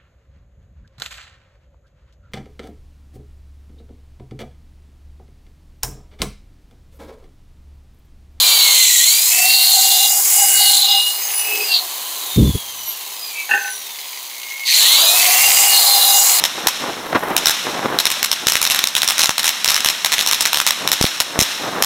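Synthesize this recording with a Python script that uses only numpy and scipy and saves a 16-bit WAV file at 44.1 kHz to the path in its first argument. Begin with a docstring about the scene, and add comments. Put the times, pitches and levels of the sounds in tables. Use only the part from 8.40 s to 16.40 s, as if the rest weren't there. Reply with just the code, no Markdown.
"""A corded drill chatters and hisses as it is rocked along a wooden strip, milling a slot with the side of
its bit. The bit bites on each push and the gears rattle on the way back. When the trigger is let go the
whine runs down, the draught from the vents puffs on the microphone, and the strip is laid on the concrete
floor with a clack. Then the motor spins up and cuts again. A gain control ducks the loud moments."""
import sys
import numpy as np
from scipy import signal
from scipy.fft import rfft, irfft
from scipy.io import wavfile
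from scipy.ndimage import uniform_filter1d, minimum_filter1d, map_coordinates

SR = 44100
rng = np.random.default_rng(int(sys.argv[2]) if len(sys.argv) > 2 else 0)


def materialize(psi):
    """Save the field psi as 16-bit PCM at rate SR to the path in sys.argv[1].

    A 1-D psi becomes a single channel; in a 2-D psi each row is a channel.
    """
    bounded = np.clip(np.atleast_2d(psi).T, -1, 1)
    quanta = np.round(bounded * 32767).astype(np.int16)
    wavfile.write(sys.argv[1], SR, quanta)


N = 352800
TIME = np.arange(N) / SR

START_SPEED, TOP_SPEED, PUSH_DRAG, FRICTION = 350, 418, 8, 55  # motor turns per second
SPIN_UP_S, COAST_S = .26, 2.8
PUSH_ATTACK_S, PUSH_SAG_DB_PER_S = .1, 5.5
DUCK_ABOVE_DB, DUCK_SHARE, RECOVER_DB_PER_S = -17.5, .34, 3
CUTOFF_HZ = 15550

# Table levels are relative: each layer is scaled again in the mix.
# The trigger is held. Each row: start and end in seconds.
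TRIGGER_HELD = [(0.6, 3.185), (6.25, 8)]
# The bit is in the slot. Each row: start and end in seconds, hiss in dB, flute rasp in dB.
SLOT_CUTS = [(-.1, 2.33, -7, -12), (6.249, 8, -5.5, -12.5)]
# Pushes along the slot. Each row: start, end and release in seconds, chatter in dB,
# lean at the start and at the end (about -1 left to 1 right).
PUSH_STROKES = [(-.1, 0.449, .1, -7.5, 0.28, 0.043), (0.544, 0.802, 0.13, -13, 0.048, 0.26),
                (1.028, 1.66, 0.039, -7.5, -0.41, 0.4), (2.136, 2.537, 0.12, -7.5, -0.45, 0.46),
                (3.274, 3.366, 0.021, -4.5, -1.07, -0.14), (6.246, 6.651, 0.16, -4.5, -0.24, 0.48),
                (7.267, 7.719, 0.2, -8, -0.45, 0.44), (7.9, 8.001, .1, -13.5, 0, -0.22)]
# Swings back. Each row: start and end in seconds, gear rattle in dB, flute rasp in dB.
BACK_STROKES = [(.85, 1.03, -18, -29), (1.82, 2.15, -25.5, -16), (2.76, 3.25, -29.5, -27),
                (6.74, 7.25, -14, -22), (7.82, 8, -19.5, -32)]
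# The ring of the bit. Each row: pitch in Hz, width in Hz, level in dB.
BIT_MODES = [(3190,720,-6.5),(3658,110,5),(4125,162,9.5),(4580,155,1)]
# The brighter ring of its flutes. Each row: pitch in Hz, width in Hz, level in dB.
FLUTE_MODES = [(5790,130,-1.5),(6550,380,3.5),(7220,640,6),(8150,730,3.5)]
# Colour of the hiss under power. Each row: frequency in Hz, spectral level in dB.
DRIVEN_COLOUR = [(60,-46),(200,-27.5),(400,-66),(650,-12.5),(1100,-14.5),(1600,-11),(3000,-9.5),(5300,2.5),(7500,-6),(9000,7.5),(12000,6.5),(14500,7),(15500,6)]
# Colour of the coasting hiss. Each row: frequency in Hz, spectral level in dB.
COASTING_COLOUR = [(60,-30),(200,-14),(400,-1.5),(700,-9),(1050,6.5),(1400,-25),(3000,5),(4300,9),(5200,-2.5),(6600,6.5),(8000,2.5),(12000,4.5),(14500,5.5),(15500,6.5)]
# Whine of the armature slots. Each row: multiple of motor speed, level under power in dB,
# level when coasting in dB, roughness from 0 to 1.
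ARMATURE_TONES = [(12.056,-37.5,-36.5,0.63),(23.87,-39.5,-43,.75),(35.9,-30,-39.5,0.94),(48,-51,-59,0.6),(60.4,-49,-36.5,0.7),(72,-55,-52,0.72),(84,-58,-49,.7)]
# Housing resonances. Each row: pitch in Hz, width in Hz, level in dB.
HOUSING_MODES = [(2327,58,15),(3450,390,10),(3680,130,1),(4900,150,12.6),(5900,350,7.3),(6320,560,4.3),(9940,440,6),(11280,87,1.3),(14200,740,1.8)]
# The commutator shrills at top speed. Each row: time in seconds, level in dB.
SHRILL_CURVE = [(1.5,-59),(1.9,-17),(2.1,-17.5),(2.4,-14),(2.47,-54),(2.6,-22.5),(2.85,-34),(2.98,-16.5),(3.1,-32)]
# The fan's siren. Each row: multiple of motor speed, level in dB, roughness from 0 to 1.
FAN_TONES = [(6.946,3.5,0.32),(13.75,-18,0.41),(20.95,-10,1)]
# Siren level near top speed, one curve a run. Each row: time in seconds, level in dB.
SIREN_CURVES = [
    [(0.95, -23), (1.1, -20.5), (1.32, -28.5), (1.67, -21.5), (1.85, -49), (1.97, -29.5), (2.29, -19),
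     (2.41, -38), (2.49, -21), (2.68, -17), (2.83, -42), (2.93, -43), (3.0, -32.5), (3.25, -39),
     (3.32, -22.5), (3.45, -66)],
    [(6.7, -25), (6.894, -23.5), (7.0, -22), (7.072, -13.5), (7.144, -33), (7.174, -19.5), (7.238, -28),
     (7.264, -23), (7.332, -24), (7.456, -38.5), (7.618, -26.5), (7.684, -33.5), (7.774, -19), (7.858, -42),
     (7.89, -29), (8.0, -31)],
]
# The labouring motor. Each row: multiple of motor speed, level in dB, roughness from 0 to 1.
LABOUR_TONES = [(6.97,-24,0.64),(11.88,-27,0.9),(14.05,-17,0.4),(20.8,-24,.6)]
# The ring of the gearbox. Each row: pitch in Hz, width in Hz, level in dB.
GEARBOX_MODES = [(2000,350,5.3),(2570,1030,2.86),(4420,1130,1.1),(6310,320,4)]
# The growl of the gears. Each row: multiple of motor speed, level in dB, roughness from 0 to 1.
GEAR_TONES = [(1.9,6,1),(3.8,-13,0.53),(5.1,-5,1),(12,7,0.88),(15.8,1.5,0.78),(17.3,-14,0.94)]
# Growl level near top speed, one curve a run. 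Each row: time in seconds, level in dB.
GROWL_CURVES = [
    [(0.9, -51), (1.0, -30), (1.33, -37.5), (1.38, -29.5), (1.79, -35.5), (1.86, -48), (2.04, -23.5),
     (2.14, -46), (2.21, -31.5), (2.44, -34.5), (2.55, -27.5), (2.63, -49.5), (3.45, -45)],
    [(6.6, -33), (6.716, -28), (6.744, -26), (6.782, -35), (6.93, -25), (6.966, -29), (7.114, -31.5),
     (7.134, -34.5), (7.532, -29.5), (7.558, -23.5), (7.616, -35), (7.702, -25), (8.0, -38.5)],
]
# Colour of the casing's roar. Each row: frequency in Hz, spectral level in dB.
ROAR_COLOUR = [(60,-31),(200,-21),(400,-5.5),(600,1),(1050,5.5),(1400,-1),(1750,0),(2300,-23),(4000,-18.5)]
# The strip resonates in the cut. Each row: start and end in seconds, roar in dB.
STRIP_RESONANCES = [(-.2, .34, -27), (6.3, 6.55, -26), (6.52, 8, -24)]
# The strip lands and rocks, and two further clacks follow as the drill coasts. Each row: time in seconds, level
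# in dB.
LANDINGS = [(5.092,-17),(5.109,-7.5),(5.114,-9),(5.136,-5.5),(5.147,-16),(5.176,-13),(5.203,-19.5),(5.21,-25),(5.245,-21),(5.277,-24.5)]
# The ring of the strip. Each row: pitch in Hz, level in dB, time to fall 60 dB in seconds.
STRIP_MODES = [(406,-28,0.21),(522,-34,0.12),(810,-20,0.099),(814,-11.5,0.14),(1520,-6.5,0.24),(1580,-17,0.35),(1737,-8,0.098),(1792,-14.5,0.18),(1852,-14,0.17),(1795,-2,0.052),(2554,-10,0.087),(2630,-7,0.054),(2750,-8,0.069)]
# Brief squeaks, groans and swelling gear tones from the drill.
# Each row: peak time and half-width in seconds, pitch in Hz, level in dB.
BRIEF_TONES = [(2.87,0.04,6460,-22.5),(3.02,0.043,5900,-27.5),(3.1,0.067,2600,-25.5),(3.22,0.018,2570,-21.5),(3.17,0.065,420,-33.5),(4.495,0.024,12620,-17.5),(4.99,0.029,2600,-30),(6.25,0.16,2170,-32),(2.18,0.15,1565,-30.5),(2.216,0.081,2090,-27)]
# Low rumbles: vent air puffing on the microphone, and faint handling rumble from the drill.
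# Each row: start and end in seconds, level in dB.
LOW_RUMBLES = [(.87, 1.15, -57), (3.91, 4.5, -54), (3.96, 4.04, -2.5), (4.04, 4.105, -8),
               (4.135, 4.155, -8.5), (6.78, 7.15, -48.5)]
# Colour of those rumbles. Each row: frequency in Hz, spectral level in dB.
RUMBLE_COLOUR = [(20,-26),(45,-5),(70,5.5),(130,1),(230,-4),(350,-12),(520,-20.5),(650,-37),(1200,-78)]


def drill():
    """The whole tool: motor speed drives its tones and contact rates, the rocking drives the bite."""
    pushing, bite, lean = rocking()
    speed = motor_speed(pushing)
    turns = np.cumsum(speed * (1 + .00125 * drift(25))) / SR
    pace = speed / TOP_SPEED
    cutting = sum(swell(start, end, attack_s=.051, release_s=.1) for start, end, *_ in SLOT_CUTS)
    cutting = cutting.clip(0, 1)
    held = sum(swell(on, off, attack_s=.08, release_s=.14) for on, off in TRIGGER_HELD).clip(0, 1)
    power = np.maximum(held, cutting)  # the gears carry torque from the motor or from the wood
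    effort = power * np.clip((385 - speed) / 60, 0, 1)  # a slow motor in the wood is working hard
    load = effort * np.minimum(speed / 275, 1) ** 6  # but it sings only once it has spun up
    bit = milling(turns, bite, lean, load)
    air = hiss(turns, pace, power) + siren(turns)
    motor = whine(turns, speed, power) + load * chord(turns, LABOUR_TONES) + unbalance(turns, speed)
    gearbox = rattle(turns, pace, power, cutting) + growl(turns, pace)
    return floor_bounce(bit + air + motor + gearbox + roar(pace), lean)


def rocking():
    """Each push tips the drill and sets the bit chattering, hardest early on: force, chatter gain, lean."""
    pushing, bite, leans = 0, 0, []
    for start, end, release_s, db, lean_from, lean_to in PUSH_STROKES:
        force = swell(start, end, PUSH_ATTACK_S, release_s)
        sag_db = PUSH_SAG_DB_PER_S * (TIME.clip(start, end) - start)
        pushing += force
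        bite += force * from_db(db - sag_db)
        leans += [(start, lean_from), (end, lean_to)]
    return pushing, bite, np.interp(TIME, *np.transpose(leans))


def motor_speed(pushing, hop=49):
    """Turns per second: the rotor heads for top speed on the trigger, else friction runs it down."""
    speeds = [START_SPEED]
    for s, push in zip(TIME[::hop], pushing[::hop]):
        held = any(on <= s < off for on, off in TRIGGER_HELD)
        goal, lag_s = (TOP_SPEED - PUSH_DRAG * push, SPIN_UP_S) if held else (-FRICTION, COAST_S)
        speeds.append(speeds[-1] + (goal - speeds[-1]) * hop / SR / lag_s)
    return np.interp(np.arange(N) / hop, np.arange(len(speeds)), speeds)


def milling(turns, bite, lean, load):
    """Two flutes bite the wood each spindle turn; leaning moves the contact and bends the bit's ring."""
    flute_hits = contacts(turns * .19, fade=.36, uneven_db=1.7, slop=.11)
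    grain = contacts(turns, fade=.99, uneven_db=0, slop=.2)
    fibres = rng.standard_normal((2, N)) * flute_hits * grain
    chatter = from_db(-1.5) * band(glide(fibres[0], BIT_MODES, 1 - .13 * lean), 2930, 6000)
    rasp = from_db(-3) * band(glide(fibres[1], FLUTE_MODES, 1 - .097 * lean), 4000, 8360)
    judder = from_db(-9.5) * load * band(rng.standard_normal(N), 2760, 3340)  # a slow bit shakes lower
    in_cut = gains(SLOT_CUTS, attack_s=.15, release_s=.27)[1] * from_db(2.46 * drift(4.3))
    on_return = gains(BACK_STROKES, attack_s=.051, release_s=.21)[1]
    return bite * (chatter + judder) + np.hypot(in_cut, on_return) * rasp


def hiss(turns, pace, power):
    """Fan air and brush friction: flickering under power, pulsing with each turn when coasting."""
    idle = from_db(-21.5) * pace ** .86
    in_cut = gains(SLOT_CUTS, attack_s=.14, release_s=.14)[0] * pace ** .29 * from_db(.43 * drift(4))
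    flicker = from_db(1.44 * drift(200))
    pulses = contacts(turns, fade=.52, uneven_db=1.5, slop=.05)
    driven = from_db(-2.5) * coloured(rng.standard_normal(N) * flicker, DRIVEN_COLOUR)
    coasting = from_db(1.5) * coloured(rng.standard_normal(N) * pulses, COASTING_COLOUR)
    return np.hypot(idle, in_cut) * (np.sqrt(power) * driven + np.sqrt(1 - power) * coasting)


def siren(turns):
    """The fan sings a wavering note near top speed."""
    return from_db(.5) * sum(map(fader, SIREN_CURVES)) * chord(turns, FAN_TONES)


def whine(turns, speed, power):
    """Armature slots sing near multiples of twelve, swelling as they slide through housing resonances."""
    pace = speed / TOP_SPEED
    out = fader(SHRILL_CURVE) * tone(turns, 24, .93, flutter_hz=260)  # commutator
    faint = from_db(-41.5) * (1 - power) * pace  # lingers between resonances when coasting
    for multiple, driven_db, coasting_db, rough in ARMATURE_TONES:
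        pitch = multiple * speed
        housing = sum(from_db(db) / (1 + (2 * (pitch - hz) / width) ** 2)
                      for hz, width, db in HOUSING_MODES)
        level = power * from_db(driven_db) + (1 - power) * from_db(coasting_db)
        out += level * (housing + .1) * tone(turns, multiple, rough, flutter_hz=110.8)
        out += faint * tone(turns, multiple, .94, flutter_hz=149.6) * (pitch < CUTOFF_HZ)
    out *= np.minimum(speed / 160, 1) ** 7  # dies away at low speed
    sheen = from_db(-22.5) * power * pace ** 2.4 * tone(turns, 35, 1, flutter_hz=690)
    return out + sheen


def unbalance(turns, speed):
    """The unbalanced rotor hums faintly, close to its turning rate."""
    level = from_db(-51 + 2 * drift(2.04)) * (speed / speed.max()) ** 4
    return level * tone(turns, .95, 1, flutter_hz=12)


def rattle(turns, pace, power, cutting):
    """Gear teeth knock across their backlash, at half the rate when nothing drives them."""
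    loose = contacts(turns / 2, fade=2, uneven_db=2, slop=.1)
    tight = contacts(turns, fade=2.6, uneven_db=4, slop=.16)
    knocking = from_db(4) * power * tight + from_db(2) * (1 - power) * loose
    idle = from_db(-34)
    strain = from_db(-10) * cutting * (1 - pace)
    on_return = gains(BACK_STROKES, attack_s=.051, release_s=.21)[0]
    level = np.sqrt(idle ** 2 + strain ** 2 + on_return ** 2)
    return level * band(resonate(rng.standard_normal(N) * knocking, GEARBOX_MODES), 1900, 8600)


def growl(turns, pace):
    """Rough gear tones surge near top speed."""
    return from_db(1) * sum(map(fader, GROWL_CURVES)) * pace ** 1.6 * chord(turns, GEAR_TONES)


def roar(pace):
    """The casing roars softly with speed, and harder while the strip resonates in the cut."""
    idle = from_db(-35) * pace ** .93
    resonating = gains(STRIP_RESONANCES, attack_s=.11, release_s=.068)[0]
    return np.hypot(idle, resonating) * coloured(rng.standard_normal(N), ROAR_COLOUR)


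def strip_clack():
    """Each landing is a short crunch on concrete that strikes every mode with its own strength."""
    out, t = np.zeros(N), TIME[:SR // 2]
    hz, mode_db, t60 = np.transpose(STRIP_MODES)[:, :, None]
    attack = 1 - np.exp(-t / .0018)
    for s, db in LANDINGS:
        strength = from_db(mode_db + 2.9 * rng.standard_normal(hz.shape)) * rng.choice([-1, 1], hz.shape)
        ring = (strength * np.sin(2 * np.pi * hz * t) * from_db(-60 * t / t60)).sum(0)
        crunch = from_db(-16.5) * band(rng.standard_normal(len(t)), 180, 2900) * np.exp(-t / .013)
        at = round(s * SR)
        out[at:at + len(t)] += from_db(db) * (ring + crunch) * attack
    return signal.sosfilt(signal.butter(2, 260, "high", fs=SR, output="sos"), out)


def brief_tones():
    """Squeaks, groans and gear tones from the drill swell and vanish as rough narrow bands."""
    return sum(from_db(db) * np.exp(-((TIME - s) / width) ** 2 / 2) * tone(TIME, hz, .78, 119.7)
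               for s, width, hz, db in BRIEF_TONES)


def rumbles():
    """Lumpy low noise: vent air puffing on the microphone, and faint handling rumble."""
    lumps = coloured(rng.standard_normal(N), RUMBLE_COLOUR)
    levelled = lumps / np.sqrt(uniform_filter1d(lumps ** 2, size=1200))
    return gains(LOW_RUMBLES, attack_s=.018, release_s=.008)[0] * levelled


def floor_bounce(x, lean):
    """A close echo off the concrete; its delay follows the lean, so the colour sweeps."""
    delay_s = .00095 - .00032 * lean
    return x + .11 * map_coordinates(x, [(TIME - delay_s) * SR], order=3)


def workshop(x, t60=.12, wet_db=-14):
    """A diffuse tail from nearby walls."""
    t = TIME[:SR // 2]
    tail = band(rng.standard_normal(len(t)), 297, 5500) * from_db(-60 * t / t60) * (t > .006)
    return x + from_db(wet_db) * signal.fftconvolve(x, tail / np.sqrt(np.sum(tail ** 2)))[:N]


def contacts(cycles, fade, uneven_db, slop):
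    """Envelope of one contact a cycle, each with its own force, fading through the cycle; rms 1."""
    cycles = np.maximum(cycles + slop * drift(60), 0)
    force = from_db(uneven_db * rng.standard_normal(N // 10).clip(-2, 2))
    return rms_one(force[cycles.astype(int)] * np.exp(-fade * (cycles % 1)))


def tone(turns, multiple, rough, flutter_hz):
    """A tone at a multiple of the turning rate; roughness spreads it into a narrow band."""
    phase = 2 * np.pi * multiple * turns
    steady = np.sqrt(2 * (1 - rough ** 2))
    flutter = drift(flutter_hz) * np.sin(phase) + drift(flutter_hz) * np.cos(phase)
    return steady * np.sin(phase) + rough * flutter


def chord(turns, rows):
    """A stack of rough tones locked to the rotor."""
    return sum(from_db(db) * tone(turns, multiple, rough, flutter_hz=55.4) for multiple, db, rough in rows)


def resonate(x, modes):
    """Parallel resonances with alternating signs; rms 1."""
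    out = 0
    for k, (hz, width, db) in enumerate(modes):
        r = np.exp(-np.pi * width / SR)
        poles = [1, -2 * r * np.cos(2 * np.pi * hz / SR), r * r]
        out += (-1) ** k * from_db(db) * (1 - r * r) * signal.lfilter([1, 0, -1], poles, x)
    return rms_one(out)


def glide(x, modes, stretch, hop=256):
    """Resonances whose pitches all move by one factor; rms 1."""
    out = np.zeros(N)
    for k, (hz, width, db) in enumerate(modes):
        r, state = np.exp(-np.pi * width / SR), np.zeros(2)
        for i in range(0, N, hop):
            poles = [1, -2 * r * np.cos(2 * np.pi * hz * stretch[i] / SR), r * r]
            block, state = signal.lfilter([1, 0, -1], poles, x[i:i + hop], zi=state)
            out[i:i + hop] += (-1) ** k * from_db(db) * (1 - r * r) * block
    return rms_one(out)


def coloured(x, spectrum):
    """Shapes x with a smooth EQ curve; rms 1."""
    hz, db = np.transpose(spectrum)
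    bins = np.maximum(np.arange(N // 2 + 1) * SR / N, 1)
    gain = from_db(np.interp(np.log(bins), np.log(hz), db))
    low_cut = np.minimum(bins / hz[0], 1) ** 2
    return rms_one(irfft(rfft(x) * gain * low_cut, N))


def band(x, low_hz, high_hz):
    """Band-pass; rms 1."""
    return rms_one(signal.sosfilt(signal.butter(2, [low_hz, high_hz], "band", fs=SR, output="sos"), x))


def swell(start, end, attack_s, release_s):
    """Rises to 1, holds until the end, then dies away."""
    return np.clip((TIME - start) / attack_s, 0, 1) * np.exp(-np.maximum(TIME - end, 0) / release_s)


def gains(rows, attack_s, release_s):
    """One gain curve of swells for each dB column after an event's start and end."""
    return sum(from_db(dbs)[:, None] * swell(start, end, attack_s, release_s) for start, end, *dbs in rows)


def fader(points):
    """A gain ride through (seconds, dB) points, fading to silence outside their span."""
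    s, db = np.transpose(points)
    outside_s = np.maximum(s[0] - TIME, TIME - s[-1]).clip(0)
    return from_db(np.interp(TIME, s, db)) * np.exp(-outside_s * 50)


def drift(rate_hz):
    """A random wander; rms 1."""
    knots = rng.standard_normal(2 * N // 10)
    return rms_one(np.interp(TIME * 2 * rate_hz, np.arange(len(knots)), knots))


def from_db(db):
    return 10 ** (np.asarray(db) / 20)


def rms_one(x):
    return x / np.sqrt(np.mean(x ** 2) + 1e-20)


def duck(x):
    """Gain control: turns down at once when the sound is loud and comes back slowly."""
    level_db = 10 * np.log10(np.maximum(uniform_filter1d(x[0] ** 2, size=600), 1e-12))
    wanted_db = DUCK_SHARE * np.maximum(level_db - DUCK_ABOVE_DB, 0)
    recovery = RECOVER_DB_PER_S * TIME
    cut_db = np.maximum.accumulate(wanted_db + recovery) - recovery
    return x * from_db(-cut_db)


def scene():
    """Drill and strip share the room and the rumbles stay dry, all dead centre."""
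    mono = workshop(drill() + from_db(3.5) * strip_clack() + brief_tones()) + rumbles()
    return np.array([mono, mono])


def record(dry):
    """After the gain control a fast limiter holds down the peaks and the top is cut."""
    ducked = duck(dry)
    peak_gain = 1 / np.maximum(np.abs(ducked).max(0), 1)
    limiter = uniform_filter1d(minimum_filter1d(peak_gain, size=129), size=129)
    return signal.sosfilt(signal.ellip(12, .1, 90, CUTOFF_HZ, fs=SR, output="sos"), ducked * limiter)


dry = scene()
out = record(dry)
materialize(out)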